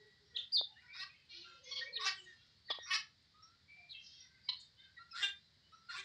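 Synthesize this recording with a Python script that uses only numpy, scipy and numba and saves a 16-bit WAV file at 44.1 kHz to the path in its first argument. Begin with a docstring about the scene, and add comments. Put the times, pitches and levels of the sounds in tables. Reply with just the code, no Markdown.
"""Near guinea fowl in a walled outdoor pen give rasping squawks (a buzz through a moving throat resonance)
and short gliding chirps (a sine with bill-coloured overtones). Further back others wheeze (buzz through one
broad resonance) and peep. Low tones (unsteady fundamental and octave) are a far fowl's faint crowing and,
at 5.975 s, the low body hum under a squawk. Beaks and feet tick on the dirt (noise bursts). The walls add
a short echo; a few dry taps at the microphone have none. Filtered noise gives faint outdoor air."""
import sys
import numpy as np
from scipy import signal
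from scipy.fft import rfft, irfft, next_fast_len
from scipy.io import wavfile
from scipy.ndimage import uniform_filter1d
from numba import njit

SR = 44100
rng = np.random.default_rng(int(sys.argv[2]) if len(sys.argv) > 2 else 0)


def transcribe(signal):
    """Save signal, clipped to [-1, 1], as a 16-bit WAV file at the path in sys.argv[1]."""
    frames = np.atleast_2d(signal).T
    limited = np.clip(frames, -1, 1)
    pcm = np.round(limited * 32767).astype(np.int16)
    wavfile.write(sys.argv[1], SR, pcm)


N = 266628
TOP_HZ = 15740  # upper band limit


def undb(db):
    """Decibels to gain."""
    return 10 ** (np.asarray(db) / 20)


def unit(x):
    """Scale to rms 1."""
    return x / np.sqrt(np.mean(x ** 2) + 1e-20)


def gain_at(hz, points):
    """Gain of a (Hz, dB) spectrum, joined on a log axis, falling 12 dB/octave more below its first point."""
    point_hz, point_db = np.transpose(points)
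    db = np.interp(np.log(hz + 1), np.log(point_hz), point_db)
    return undb(db) * np.minimum(hz / point_hz[0], 1) ** 2


def colour(x, points):
    """Filter a signal by a (Hz, dB) spectrum."""
    size = next_fast_len(len(x) + 512)
    bin_hz = np.arange(size // 2 + 1) * SR / size
    return irfft(rfft(x, size) * gain_at(bin_hz, points), size)[:len(x)]


def wobble(n, rate_hz):
    """Gaussian random values at rate_hz, joined by lines."""
    at = np.arange(n) * rate_hz / SR
    count = int(at[-1]) + 2
    return np.interp(at, np.arange(count), rng.standard_normal(count))


def add(out, start_s, x):
    """Mix a sound in at start_s; a negative start clips its head."""
    i = int(start_s * SR)
    x, i = x[max(-i, 0):], max(i, 0)
    out[i:i + len(x)] += x[:max(len(out) - i, 0)]


def play(table, voice):
    """Lay the calls of a table along the time axis."""
    out = np.zeros(N)
    for start_s, *row in table:
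        add(out, start_s, voice(*row))
    return out


def rise_and_fall(length_s, peak_share):
    """Split a call's length at its loudest point."""
    share = np.clip(peak_share, .05, .95)
    return length_s * share, length_s * (1 - share)


def swell(rise_s, fall_s):
    """Time axis and rounded rise and fall of a short call."""
    t = np.arange(int((rise_s + fall_s) * SR)) / SR
    ramp = np.interp(t, [0, rise_s, rise_s + fall_s], [0, 1, 0])
    return t, np.sin(np.pi / 2 * ramp) ** 1.09


# air spectrum: (frequency [Hz], gain [dB])
AIR_SPECTRUM = [(25, -35), (75, -2), (160, -7), (300, -18.5), (800, -25), (1300, -23.5), (1950, -16.5),
                (2600, -25.5), (4000, -12.5), (4900, -13.5), (5900, -28.5), (7500, -32.5), (10000, -47),
                (15000, -50.5)]


def air(level_db=-71.5, swell_db=0.24, swell_hz=0.67):
    """Faint outdoor rumble and hiss: coloured noise, swelling slowly."""
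    return unit(colour(rng.standard_normal(N), AIR_SPECTRUM)) * undb(level_db + swell_db * wobble(N, swell_hz))


# low tones: a far fowl's crowing, and at 5.975 s the low hum under a squawk:
# (start [s], length [s], start pitch [Hz], end pitch [Hz], level before pen [dB])
LOW_TONES = [ (-.03, 0.093, 433, 409, -67), (.19, 0.078, 397, 373, -71), (.32, 0.071, 481, 480, -73.5),
             (.64, .14, 823, 783, -76), (1.31, 0.2, 338, 362.3, -68.5), (1.48, 0.54, 506, 497.3, -67.5),
             (1.85, .32, 469, 372, -67.5), (2.18, 0.09, 357, 340, -68), (3.74, 0.15, 725, 659, -74),
             (5.975, .045, 397, 388, -62)]
LOW_PEAK_SHARE, LOW_ARCH_SHARE = 0.5, .025  # loudest point, of length; upward bow, of pitch
LOW_OCTAVE_DB = -18


def low_tone(length_s, start_hz, end_hz, db, waver=0.045, flutter_db=3):
    """Low note of voice or body, unsteady in pitch and strength: a fundamental and a weak octave."""
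    t, envelope = swell(*rise_and_fall(length_s, LOW_PEAK_SHARE))
    glide_hz = np.interp(t, [0, length_s], [start_hz, end_hz])
    bow = LOW_ARCH_SHARE * np.sin(np.pi * t / length_s)
    hz = glide_hz * (1 + bow + waver * wobble(len(t), 60))
    phase = 2 * np.pi * np.cumsum(hz) / SR
    tone = np.sin(phase) + undb(LOW_OCTAVE_DB) * np.sin(2 * phase)
    return tone * envelope * undb(db + flutter_db * wobble(len(t), 30.5))


# bill gain on chirp overtones: (frequency [Hz], gain [dB])
CHIRP_BILL = [(1000, -14), (2100, -13), (3200, 1.5), (4100, 9), (5200, -9.5), (6100, -30), (8000, -50),
              (9600, -42.5), (11500, -60), (14000, -63.5)]


def chirp(rise_s, fall_s, start_hz, loudest_hz, end_hz, db, over_db, rough, jitter=0.11, shimmer=0.57):
    """Whistle on a parabolic glide; the bill colours its overtones, roughness makes it quaver."""
    t, envelope = swell(rise_s, fall_s)
    glide = np.polyfit([0, rise_s, rise_s + fall_s], [start_hz, loudest_hz, end_hz], 2)
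    hz = np.polyval(glide, t)
    phase = 2 * np.pi * np.cumsum(hz * (1 + jitter * rough * wobble(len(t), 1100))) / SR
    orders = range(2, int(TOP_HZ / loudest_hz) + 1)
    overtones = sum(gain_at(k * hz, CHIRP_BILL) * np.sin(k * phase) for k in orders)
    quaver = 1 + shimmer * rough * wobble(len(t), 800)
    return (np.sin(phase) + undb(over_db) * overtones) * quaver * envelope * undb(db)


# near peeps: (start [s], length [s], pitch when loudest [Hz], glide [octaves], level before pen [dB])
NEAR_PEEPS = [ (-.01, 0.26, 1927, 0.016, -68.5), (.344, 0.036, 3450, 0.14, -46),
              (.378, 0.026, 3600, -.15, -37), (.565, .044, 3656, -.02, -28.5),
              (.755, 0.057, 1880, 0.34, -59), (.88, .16, 2310, 0.23, -54), (.925, .065, 3780, .07, -55),
              (1.44, 0.15, 1385, -0.014, -59), (1.65, 0.22, 2135, 0.13, -57.5),
              (1.808, 0.037, 1852, 0.024, -38.5), (1.85, .06, 2264, .14, -48.5),
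              (1.924, 0.035, 4270, 0.05, -45), (1.945, 0.057, 2425, 0, -54.5), (1.95, 0.095, 1865, 0, -50),
              (2.165, 0.051, 3055, -0.18, -51), (2.255, 0.099, 1856, -0.087, -55),
              (2.682, 0.046, 1870, -0.12, -46), (2.7, 0.028, 3418, -0.093, -37),
              (2.82, 0.11, 5630, -0.014, -52.5), (3.335, 0.27, 1236, 0.24, -66.5),
              (3.42, 0.044, 5540, 0.057, -56.5), (3.678, 0.26, 2306, 0.066, -58),
              (4.43, 0.076, 4780, 0.038, -61), (4.47, 0.058, 2250, -0.036, -56),
              (4.964, 0.036, 1918, -0.09, -51.5), (4.983, 0.058, 1366, 0.081, -55),
              (5.124, 0.1, 1378, 0.1, -50), (5.72, 0.038, 1320, 0.15, -56.5),
              (5.75, 0.39, 1330, -0.011, -71)]
PEEP_ATTACK_S, PEEP_OVERTONES_DB, PEEP_ROUGH = .027, -17.5, 0.2  # attack is an upper limit; roughness 0-1


def peep(length_s, hz, octaves, db):
    """Nearly pure chirp on an even glide: a quick rise, then a fade."""
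    rise_s = min(PEEP_ATTACK_S, length_s / 2)
    start_hz, end_hz = hz * 2 ** (octaves * (np.array([0, 1]) - rise_s / length_s))
    return chirp(rise_s, length_s - rise_s, start_hz, hz, end_hz, db, PEEP_OVERTONES_DB, PEEP_ROUGH)


def peeping(count=26, mean_db=-75):
    """Birds at the back peep softly at random, on nearly level notes."""
    rows = []
    for when, pitch, glide, loud in rng.random((count, 4)):
        hz = 2400 + 3100 * pitch
        arch_hz = [hz, hz * (1 + .04 * glide), hz * (.97 + .06 * glide)]
        rows.append((when * N / SR, .04, .05, *arch_hz, mean_db + 6 * (loud - .5), -15, .25))
    return play(rows, chirp)


def pecking(count=22, softest_db=-74, spread_db=6.7, decay_s=0.0043):
    """Beaks and claws tick on the dirt: decaying noise bursts at random, levels set before colouring."""
    out, t = np.zeros(N), np.arange(SR // 30) / SR
    for when, loud in rng.random((count, 2)):
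        tick = rng.standard_normal(len(t)) * np.exp(-t / decay_s)
        add(out, when * N / SR, tick * undb(softest_db + spread_db * loud))
    return colour(out, [(1000, 2), (4500, -5), (6500, -14), (9000, -5.5), (12000, -33)])


def syrinx(hz, rough, jitter=0.0538, shimmer=0.68, uneven_db=7.0, scatter_rad=2.31, doubling=0.27):
    """Membranes buzz, overtones swelling singly; roughness upsets timing and strength and lets air through."""
    n = len(hz)
    phase = np.cumsum(hz * (1 + jitter * rough * (wobble(n, 490.3) + wobble(n, 91.55)))) / SR
    buzz = 0
    for k in range(1, int(TOP_HZ / hz.max())):
        # the windpipe delays each overtone differently, which smears the pulses
        lag_rad = scatter_rad * (rng.standard_normal() + rough * wobble(n, 110))
        buzz = buzz + undb(uneven_db * wobble(n, 43.9)) * np.cos(2 * np.pi * k * phase + lag_rad)
    # in spells, strong and weak cycles alternate
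    alternation = doubling * wobble(n, 57.4) * np.cos(np.pi * phase)
    strength = np.exp(rough * (shimmer * wobble(n, 453.9) + alternation))
    hiss = .3 * unit(np.exp(-2 * (phase % 1)) * rng.standard_normal(n))
    return unit(buzz) * strength + rough * hiss


# hoarse calls further back:
# (start [s], length [s], level before pen [dB], resonance centre [Hz], resonance width [Hz])
WHEEZE_CALLS = [ (.29, 0.18, -70, 1750, 770), (.368, 0.048, -51.5, 3700, 1290),
                (.37, 0.039, -67, 6200, 1020), (.8, 0.22, -70, 1700, 600), (.93, 0.097, -58, 4800, 890),
                (1.06, 0.25, -70, 2700, 726), (1.285, 0.2, -55.5, 3850, 1800),
                (1.41, 0.23, -66, 3500, 2700), (1.625, 0.27, -59.5, 5400, 1115),
                (1.63, 0.23, -59.5, 3820, 1700), (2.11, .23, -76, 7260, 1390),
                (2.15, 0.45, -72.5, 3820, 2480), (3.93, .09, -57, 2800, 650), (3.98, .32, -61, 4400, 1600),
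                (4.15, 0.37, -76, 1950, 630), (4.55, .11, -60.5, 4200, 850),
                (4.595, 0.037, -68, 7240, 2220), (4.77, 0.14, -70, 1720, 570),
                (4.76, 0.14, -68.5, 3640, 1010)]
WHEEZE_MEAN_HZ = 489.4  # pulse rate before arch and waver
WHEEZE_PEAK_SHARE, WHEEZE_ARCH_SHARE = .28, .04  # loudest point, of length; upward bow, of pitch


def wheeze(length_s, db, centre_hz, width_hz, rough=0.321, waver=0.026, pitch_spread=0.05):
    """Thin, hoarse call: arching, wavering buzz through one broad resonance, each call on its own pitch."""
    t, envelope = swell(*rise_and_fall(length_s, WHEEZE_PEAK_SHARE))
    bow = WHEEZE_ARCH_SHARE * np.sin(np.pi * t / length_s)
    hz = WHEEZE_MEAN_HZ * (1 + pitch_spread * rng.standard_normal() + bow)
    source = syrinx(hz * (1 + waver * wobble(len(t), 22)), rough)
    shape_hz = np.linspace(500, TOP_HZ, 60)
    shape_db = np.maximum(-12 * ((shape_hz - centre_hz) / width_hz) ** 2, -60)
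    return unit(colour(source, np.column_stack([shape_hz, shape_db]))) * envelope * undb(db)


# arching, plunging whistles:
# (start [s], length [s], top pitch [Hz], level before pen [dB], overtones [dB], roughness [0-1])
WHISTLE_CALLS = [ (.36, 0.016, 3870, -31, -9, 0.46), (.518, 0.065, 4837, -27.5, 6.5, 0.13),
                 (1.948, 0.032, 4110, -36, -11, 0.42), (2.645, 0.063, 4600, -58, -18, .15),
                 (2.707, 0.026, 4450, -41.5, -22, 0.77), (3.888, 0.051, 4130, -47, 8, 0.48)]
WHISTLE_PEAK_SHARE = .72  # loudest point, of length
# pitch: (at start [share of top], when loudest [share of top], at end [share of top])
WHISTLE_PITCH_SHARES = (.92, .9, .7)


def whistle(length_s, top_hz, db, over_db, rough):
    """High chirp that grows as it arches over and is loudest as it plunges."""
    arch_hz = top_hz * np.array(WHISTLE_PITCH_SHARES)
    return chirp(*rise_and_fall(length_s, WHISTLE_PEAK_SHARE), *arch_hz, db, over_db, rough)


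# dry taps: (start [s], push strength before body [dB])
DRY_TAPS = [(.6135, -4), (2.705, -3), (2.7115, -6.5), (2.788, -8.5)]
# body of a tap: (frequency [Hz], gain [dB])
TAP_SPECTRUM = [(200, -25.5), (400, -5), (580, 1), (900, -2.5), (1400, -19), (2500, -32), (5000, -51)]


def tap(db, rebound_db=-16, rebound_s=0.018):
    """Dull, dead tap: one push and a faint, brief rattle."""
    t = np.arange(SR // 50) / SR
    rattle = rng.standard_normal(len(t)) * np.exp(-t / rebound_s) / np.sqrt(rebound_s * SR / 2)
    push = undb(rebound_db) * rattle
    push[0] += 1
    return push * undb(db)


@njit
def resonance(x, hz, width_hz):
    """State-variable band-pass with a moving centre."""
    y, band, low = np.empty(len(x)), 0., 0.
    for i in range(len(x)):
        g, k = np.tan(np.pi * hz[i] / SR), width_hz / hz[i]
        v = (band + g * (x[i] - low)) / (1 + g * (g + k))
        band, low, y[i] = 2 * v - band, low + 2 * g * v, k * v
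    return y


def steady(x, size=400):
    """Even out the loudness of a voice over a few cycles."""
    return x / np.sqrt(np.abs(uniform_filter1d(x ** 2, size)) + 1e-12)


# squawks: soft lead-in, burst, hold, release; at the break the voice jumps to a higher register
# (start [s], lead-in [s], hold [s], release [s], break after [s], lead-in level before pen [dB],
#  burst level before pen [dB], pulse rate at break, before sag [Hz], throat before [Hz], throat after [Hz])
HARSH_CALLS = [ (.935, .068, 0.035, 0.016, 0.098, -55.5, -45.5, 382.5, 1945, 1780),
               (1.99, .076, .022, 0.035, .078, -44, -34, 384.6, 1123, 1920),
               (2.855, 0.057, 0.052, 0.022, .086, -54, -34.5, 437, 1173, 1720)]
BARKED_CALLS = [ (5.142, 0.0906, 0.017, 0.054, .066, -48.5, -32.5, 403.5, 1430, 1670),
                (5.888, .098, .018, .035, .069, -51.5, -47, 405.8, 1440, 1680)]
# rasp colour of each voice: (frequency [Hz], gain [dB])
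HARSH_BILL = [(400, -69), (700, -31.5), (1120, -4.5), (1420, -7.5), (1850, 2), (2400, -3), (3700, -3.5),
              (5000, -1.5), (5650, -8), (6400, -26), (7800, -33), (9200, -36), (10500, -36), (12500, -69)]
BARKED_BILL = [(400, -20), (580, -29), (800, -17.5), (1200, -8.5), (1600, -5), (2000, 3), (2600, -4.5),
               (3550, 3.5), (4100, -7.5), (5400, -9), (6400, -21), (7500, -14), (9000, -30), (12500, -62)]
# nearly shut bill, on the rasp: (frequency [Hz], gain [dB])
SHUT_BILL_SPECTRUM = [(900, 0), (5500, 0), (6500, -3), (9000, -3.5), (12000, -16)]
LOW_REGISTER_HZ, BREAK_S, SAG_HZ_PER_S = 371.4, 0.012, 102.6  # pulse rate; jump time; sink after break
ONSET_S, BURST_S, CRESCENDO_DB, SILENT_DB = 0.021, 0.011, 4, -24  # lead-in grows until the burst
LEAD_ROUGH, BURST_ROUGH, DYING_ROUGH = 0.634, .31, .42  # 0-1
START_RASP_DB, LEAD_RASP_DB, BURST_RASP_DB, DYING_RASP_DB = 0, 12, 11, 16  # re throat tone


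def squawk(row, bill, throat_width_hz=260., gap_hz=3000., gap_width_hz=1700., open_db=-40, open_span_db=8):
    """Buzz rings a moving throat resonance and rasps broadly as the bill opens; the burst is clearest."""
    lead_s, hold_s, release_s, break_s, lead_db, burst_db, high_hz, throat_before_hz, throat_after_hz = row
    length_s = lead_s + hold_s + release_s
    t = np.arange(0, length_s, 1 / SR)
    stages_s = [0, ONSET_S, lead_s - BURST_S, lead_s, lead_s + hold_s, length_s]
    stages_db = [lead_db + SILENT_DB / 2, lead_db, lead_db + CRESCENDO_DB,
                 burst_db, burst_db, burst_db + SILENT_DB]
    db = np.interp(t, stages_s, stages_db)
    rough = np.interp(t, stages_s[2:], [LEAD_ROUGH, BURST_ROUGH, BURST_ROUGH, DYING_ROUGH])
    rasp_db = np.interp(t, [0, lead_s - BURST_S, lead_s, t[-1]],
                        [START_RASP_DB, LEAD_RASP_DB, BURST_RASP_DB, DYING_RASP_DB])
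    jump_s = [break_s - BREAK_S / 2, break_s + BREAK_S / 2]
    sag_hz = SAG_HZ_PER_S * np.maximum(t - break_s, 0)
    hz = np.interp(t, jump_s, [LOW_REGISTER_HZ, high_hz]) - sag_hz
    throat_hz = np.interp(t, jump_s, [throat_before_hz, throat_after_hz])
    source = colour(syrinx(hz, rough), bill)
    tone = resonance(resonance(source, throat_hz, throat_width_hz), throat_hz, throat_width_hz)
    # in the soft start the bill is nearly shut and hollows and muffles the rasp
    shut = np.clip((open_db - db) / open_span_db, 0, 1) * (t < lead_s)
    hollow = source - resonance(source, np.full(len(t), gap_hz), gap_width_hz)
    muffled = colour(hollow, SHUT_BILL_SPECTRUM)
    rasp = (1 - shut) * source + shut * muffled
    voice = steady(steady(tone) + undb(rasp_db) * steady(rasp))
    return voice * undb(db) * signal.windows.tukey(len(t), .1)


# reedy clucks:
# (start [s], length [s], pitch when loudest [Hz], level before pen [dB], overtones [dB], roughness [0-1])
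CLUCK_CALLS = [ (1.709, 0.04, 1106, -57.5, 11.5, 0.27), (1.752, 0.069, 1115, -60, 15, .45),
               (2.697, 0.029, 1147, -47, 4, 0.8), (2.785, 0.094, 1875, -54.5, -4.5, 0.31),
               (4.486, 0.021, 1038, -51.5, 14, .55), (5.108, 0.034, 2587, -62, 20, 0.21),
               (5.886, 0.045, 1409, -42.5, -14, .18)]
CLUCK_PEAK_SHARE, CLUCK_SAG_SHARE = 0.36, 0.032  # loudest point, of length; total fall each side, of pitch


def cluck(length_s, hz, db, over_db, rough):
    """Short, sagging chirp with bill-coloured overtones."""
    arch_hz = hz * (1 + CLUCK_SAG_SHARE), hz, hz * (1 - CLUCK_SAG_SHARE)
    return chirp(*rise_and_fall(length_s, CLUCK_PEAK_SHARE), *arch_hz, db, over_db, rough)


# echoes off ground and walls: (delay [s], level [dB])
PEN_ECHOES = [(.0068, -10.5), (0.016, -22), (.0345, -20), (.0415, -14)]


def pen(x, direct_db, tail_db, t60_s=0.24, treble_t60_s=0.086, build_s=0.036, split_hz=5000):
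    """Direct sound, a few hard echoes and a short diffuse tail between the walls, treble dying sooner."""
    t = np.arange(int(.6 * SR)) / SR
    low_pass = signal.butter(2, split_hz, fs=SR, output="sos")
    high_pass = signal.butter(2, split_hz, "high", fs=SR, output="sos")
    low = signal.sosfilt(low_pass, rng.standard_normal(len(t)))
    high = signal.sosfilt(high_pass, rng.standard_normal(len(t)))
    tail = low * np.exp(-np.log(1000) * t / t60_s) + high * np.exp(-np.log(1000) * t / treble_t60_s)
    response = unit(tail * np.clip(t / build_s, 0, 1)) / np.sqrt(len(t)) * undb(tail_db)
    response[0] += undb(direct_db)
    for delay_s, db in PEN_ECHOES:
        response[int(delay_s * SR)] += undb(db)
    return signal.fftconvolve(x, response)[:N]


def scene():
    """Two groups pass through the pen, the second with a stronger tail; taps and air stay dry."""
    near = play(WHISTLE_CALLS, whistle) + play(CLUCK_CALLS, cluck) + play(NEAR_PEEPS, peep)
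    for squawks, bill in ((HARSH_CALLS, HARSH_BILL), (BARKED_CALLS, BARKED_BILL)):
        for start_s, *row in squawks:
            add(near, start_s, squawk(row, bill))
    echoing = play(WHEEZE_CALLS, wheeze) + play(LOW_TONES, low_tone) + peeping() + pecking()
    birds = pen(near, direct_db=0.43, tail_db=-12.5) + pen(echoing, direct_db=1.0, tail_db=-4.5)
    taps = colour(play(DRY_TAPS, tap), TAP_SPECTRUM)
    return (birds + taps + air())[None]


def record(dry):
    """The recorder cuts the top: steep elliptic low-pass at TOP_HZ."""
    return signal.sosfilt(signal.ellip(8, .2, 70, TOP_HZ, fs=SR, output="sos"), dry)


dry = scene()
out = record(dry)
transcribe(out)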